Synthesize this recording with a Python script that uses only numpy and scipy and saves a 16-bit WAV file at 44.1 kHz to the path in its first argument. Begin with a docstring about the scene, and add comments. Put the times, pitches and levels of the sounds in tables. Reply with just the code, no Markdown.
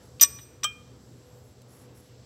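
"""In a workshop, a small steel gear drops into a heavy ring gear held in the hands, bounces quickly to
rest, and is then pressed home on its seat with a second clink. The impacts tick and excite damped
modes of the steel, which echo in the room. Fingers rub the steel afterwards, with a faint stick-slip
squeak. Behind, a fan hisses, two nearly equal hums beat against each other, and a low drone recedes."""
import sys
import numpy as np
from scipy import signal
from scipy.fft import rfft, irfft
from scipy.io import wavfile
from scipy.ndimage import uniform_filter1d

SR = 44100
rng = np.random.default_rng(int(sys.argv[2]) if len(sys.argv) > 2 else 0)


def bounce(signal):
    """Save signal as a 16-bit WAV file at the path given by the first command-line argument."""
    frames = np.transpose(np.atleast_2d(signal))
    limited = np.clip(frames, -1, 1)
    pcm = np.round(limited * 32767).astype(np.int16)
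    wavfile.write(sys.argv[1], SR, pcm)


N = 99225

# Impacts: (time [s], tick level [dB], then the level [dB] of each mode group: small gear low, middle
# and high tone, ring gear, seat, long ring of the small gear); None = not excited
CONTACTS = [(.1980, None, None, None, None, -47, None, None),
            (.2112, -12, -7.5, -20.5, -7, -30, None, -37.5),
            (.2178, -6, -34.5, -27.5, -14.5, -28, None, None),
            (.2233, -15.5, -14.5, -9, -13.5, -30, None, None),
            (.2276, -23, -8, -16.5, -11, -32, None, None), (.2315, -27, -7.5, -13.5, -17, -43, None, None),
            (.2341, -19, -4.5, -19, -21, -31, None, None), (.2367, -11, -13.5, -28, -24, -29, None, None),
            (.2394, -22, -15.5, -27, -28.5, -45, None, None),
            (.2426, -34, -18.5, -34, -29, -29.5, None, None),
            (.2470, -29, -21.5, -22.5, -31.5, -35, None, None),
            (.3890, None, None, None, None, -50, None, None),
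            (.6325, None, None, None, None, -31.5, None, None),
            (.6350, -27, -24.5, -29.5, -41, -36, None, -63),
            (.6428, -13.5, -30.5, -27, -55, -57.5, -23.5, None),
            (.6485, -34, -39, -50, -55, None, -21.5, None)]


def undb(db):
    """Amplitude ratio of a level in decibels."""
    return 10 ** (np.asarray(db) / 20)


def colour(x, points):
    """Spectral shaping by (frequency [Hz], level [dB]) points; white noise keeps its rms."""
    hz, db = np.array(points, float).T
    bin_hz = np.arange(len(x) // 2 + 1) * SR / len(x) + 1
    gain = undb(np.interp(np.log(bin_hz), np.log(hz), db))
    return irfft(rfft(x) * gain, len(x)) / np.sqrt(np.mean(gain ** 2))


def fade(since, t60):
    """Exponential decay from since = 0, falling 60 dB in t60 seconds."""
    return (since >= 0) * np.exp(-np.log(1000) * np.maximum(since, 0) / t60)


def walk(rate_hz):
    """Slow random fluctuation: smoothed noise of unit standard deviation."""
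    width = int(SR / rate_hz)
    smooth = uniform_filter1d(uniform_filter1d(rng.standard_normal(N), width), width)
    return smooth / smooth.std()


def fan(level_db=-54, flicker_db=1.51):
    """Broadband fan noise under random amplitude modulation: each octave flickers independently."""
    # Fan spectrum: (frequency [Hz], relative level [dB])
    fan_spectrum = [(15, -48.5), (25, -19.5), (97, -3), (130, -6.5), (181, -10), (243, -8), (355, -11.5),
                    (479, -11), (548, -16), (801, -22), (943, -23.5), (1020, -23), (2300, -31.5),
                    (5630, -29), (7000, -33.5), (7590, -25), (9170, -44.5), (11100, -38), (16200, -47.5)]
    spectrum = rfft(colour(rng.standard_normal(N), fan_spectrum))
    hz = np.arange(N // 2 + 1) * SR / N + 1
    octave = np.clip(np.log2(hz / 40), 0, 9)
    bands = (irfft(spectrum * np.maximum(1 - abs(octave - k), 0), N) for k in range(10))
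    return undb(level_db) * sum(band * undb(flicker_db * walk(rate_hz=9)) for band in bands)


def hum(t, hz=123.96, beat_hz=3.9, level_db=-59, lower_db=-1.5):
    """Beating: two close tones interfere, so their sum swells at the difference frequency."""
    # Overtones of the upper hum: (harmonic number, relative level [dB])
    harmonics = [(2, -10.5), (4, -7.5)]
    cycles = hz * t + rng.random()
    upper = np.sin(2 * np.pi * cycles)
    lower = undb(lower_db) * np.sin(2 * np.pi * (cycles - beat_hz * t))
    overtones = sum(undb(db + 3.0 * walk(rate_hz=7.7)) * np.sin(2 * np.pi * m * cycles)
                    for m, db in harmonics)
    return np.sqrt(2) * undb(level_db) * (upper - lower + overtones)


def rumble(t, centre_hz=69.46, skirt_hz=16):
    """Narrow-band noise, heard as a low drone that recedes."""
    # Drone envelope: (time [s], level [dB])
    envelope = [(0, -61), (1.3, -60.5), (1.6, -75.5), (2.25, -72.5)]
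    times, db = np.array(envelope).T
    band = [(centre_hz - skirt_hz, -40), (centre_hz, 0), (centre_hz + skirt_hz, -40), (200, -90)]
    return undb(np.interp(t, times, db)) * colour(rng.standard_normal(N), band)


def room(x, t, level_db=-24.5, t60=0.63, onset_s=0.0049):
    """Diffuse reverberation: convolution with noise that builds up quickly and decays exponentially."""
    # Echo spectrum: (frequency [Hz], relative level [dB])
    spectrum = [(300, -1.5), (1500, 4), (5000, -2.5), (9000, -6), (16000, -8)]
    echo = colour(rng.standard_normal(N), spectrum) * fade(t, t60) * (1 - np.exp(-t / onset_s))
    return undb(level_db) * signal.fftconvolve(x, echo / np.sqrt(np.sum(echo ** 2)))[:N]


def finger_squeak(t, jitter=0.0027, flicker_db=6):
    """Stick-slip friction: a finger slips almost periodically, and only high harmonics carry."""
    # Course of the squeak: (time [s], slip rate [Hz], level [dB])
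    course = [(1.2, 1030, -99), (1.23, 1040, -79), (1.28, 1140, -79), (1.31, 1165, -79.5),
              (1.33, 1225, -78.5), (1.35, 1265, -79), (1.39, 1330, -76), (1.42, 1290, -72),
              (1.44, 1230, -77.5), (1.49, 1100, -89.5)]
    # Squeak overtones: (harmonic number, relative level [dB])
    harmonics = [(9, -14), (10, 2.5), (11, 0), (12, -12)]
    times, slip_hz, level_db = np.array(course).T
    cycles = np.cumsum(np.interp(t, times, slip_hz) * (1 + jitter * walk(rate_hz=88))) / SR
    tones = sum(undb(db + flicker_db * np.minimum(walk(rate_hz=25), 1)) * np.sin(2 * np.pi * m * cycles)
                for m, db in harmonics)
    sliding = (t > times[0]) * (t < times[-1])
    return sliding * undb(np.interp(t, times, level_db)) * tones


def finger_rubs(t, grain_db=1.7):
    """Friction noise: fingers slide over steel in grainy strokes that swell and fade."""
    # Finger strokes: (start [s], duration [s], level [dB])
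    strokes = [(0, 0.11, -68), (1.123, 0.5, -82), (1.437, 0.11, -71), (1.679, 0.11, -62),
               (1.744, 0.14, -62.5), (1.943, 0.077, -61.5), (1.98, 0.14, -68.5)]
    # Friction spectrum: (frequency [Hz], relative level [dB])
    spectrum = [(1200, -29), (2000, -5), (3200, -22), (5300, -18), (5520, 3), (5750, -9), (7800, -6),
                (9000, -10), (11000, 1), (12500, -10), (14500, -10), (16000, -21)]
    envelope = sum(undb(db) * np.sin(np.pi * np.clip((t - start) / duration, 0, 1) ** 0.71)
                   for start, duration, db in strokes)
    return envelope * undb(grain_db * walk(rate_hz=200)) * colour(rng.standard_normal(N), spectrum)


def touches(t):
    """Heavily damped impacts: soft knocks of steel on steel give brief noise around one frequency."""
    # Knocks: (time [s], level [dB], centre [Hz], roll-off [dB/octave], t60 [s])
    knocks = [(0.1976, -35, 3200, 14, 0.046), (.2065, -41, 4910, 4, 0.033), (.3870, -47, 2010, 9.5, 0.063),
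              (0.632, -39, 2000, 10, .02), (0.6415, -36, 904, 5, 0.07), (1.618, -52.5, 6000, 7, 0.022)]
    return sum(colour(undb(db) * fade(t - start, t60) * rng.standard_normal(N),
                      [(hz * 2. ** k, -rolloff * abs(k)) for k in range(-4, 5)])
               for start, db, hz, rolloff, t60 in knocks)


def ticks(t, crack_t60=0.0077, clatter_t60=0.04, clatter_db=-16.5):
    """Impact transients: a broadband crack, then a quieter clatter of densely overlapping modes."""
    # Crack spectrum: (frequency [Hz], relative level [dB])
    crack_spectrum = [(200, -15.5), (600, -17.5), (1500, -16), (3000, -3), (4200, -11.5), (5000, 2.5),
                      (7000, 1), (8500, -13), (9500, -18.5), (11000, -20.5), (14000, -17.5), (16000, -27.5)]
    # Clatter spectrum: (frequency [Hz], relative level [dB])
    clatter_spectrum = [(200, -24.5), (600, -17), (1500, -9), (3000, -6), (4200, -6.5), (5500, 0.5),
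                        (7000, -8.5), (8500, -12), (9500, -32.5), (11000, -18), (14000, -13),
                        (16000, -26.5)]
    hits = [(start, db) for start, db, *_ in CONTACTS if db is not None]
    crack, clatter = (sum(undb(db) * fade(t - start, t60) for start, db in hits) * rng.standard_normal(N)
                      for t60 in (crack_t60, clatter_t60))
    return colour(crack, crack_spectrum) + undb(clatter_db) * colour(clatter, clatter_spectrum)


def gear_ringing(t, attack_s=0.0007):
    """Damped free vibration: each impact restarts the decay of the modes it excites at a new level."""
    # Natural frequencies [Hz], one row per mode group in the order of CONTACTS
    mode_hz = [(5891, 5986, 5670, 6190, 5140, 6790), (8212, 8075, 7320),
               (13954, 13505, 13876, 12780, 14690), (1134, 2417, 3830, 1820, 2910, 3480),
               (3164, 1208, 1224, 1280, 1620, 2423, 7775, 7820, 5523, 6019, 12750, 8597, 3690, 15690),
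               (5902, 5879, 5928, 6026, 8213, 13955, 2417, 1134)]
    # Strength and damping of the same modes: (relative level [dB], t60 [s])
    mode_decays = [
        [(1, 0.056), (-20, 0.11), (-18, 0.048), (-17, .03), (-18.5, .04), (-19, 0.0506)],
        [(0, 0.073), (-15, 0.11), (-18, 0.0413)],
        [(-0.5, 0.077), (-8.5, 0.055), (-9, 0.055), (-27, 0.06), (-28.5, .05)],
        [(-3, 0.15), (-3, .2), (-3, .07), (-4.5, .05), (-6, .05), (-1.5, 0.064)],
        [(0.5, 0.13), (-1, 0.04), (-22, .25), (-23, 0.24), (-20.5, 0.12), (-11.5, 0.34), (-2.5, 0.046),
         (-26.5, 0.29), (-20, 0.14), (-16, 0.096), (-27, 0.11), (-25, 0.1), (-19, 0.089), (-29, .1)],
        [(-3, 0.64), (-8.5, .8), (-10.5, .5), (-8, 0.33), (-2.5, 0.65), (-2.5, .5), (-8, 0.77), (-13, .6)],
    ]
    pole = np.exp(-1 / (attack_s * SR))
    sound = 0
    for column, (frequencies, decays) in enumerate(zip(mode_hz, mode_decays), start=2):
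        hits = [(contact[0], contact[column]) for contact in CONTACTS if contact[column] is not None]
        times, hit_db = np.array([(0, -200)] + hits).T  # silent until first struck
        latest = np.searchsorted(times, t, side="right") - 1
        for hz, (mode_db, t60) in zip(frequencies, decays):
            envelope = undb(hit_db[latest] + mode_db) * fade(t - times[latest], t60)
            envelope = signal.lfilter([1 - pole], [1, -pole], envelope)  # rounds each attack
            sound = sound + envelope * np.sin(2 * np.pi * (hz * t + rng.random()))
    return sound


def scene():
    """Superposition of the steel, its echo, the fingers and the background at one microphone."""
    t = np.arange(N) / SR
    steel = gear_ringing(t) + ticks(t) + touches(t)
    return (steel + room(steel, t) + finger_rubs(t) + finger_squeak(t) + fan() + hum(t) + rumble(t))[None]


def record(dry):
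    """Band limiting: the microphone cuts the deep bass and the highest treble."""
    low_cut = signal.butter(N=4, Wn=55, btype="high", fs=SR, output="sos")
    high_cut = signal.ellip(N=10, rp=.2, rs=90, Wn=15850, fs=SR, output="sos")
    return signal.sosfilt(high_cut, signal.sosfilt(low_cut, dry))


dry = scene()
out = record(dry)
bounce(out)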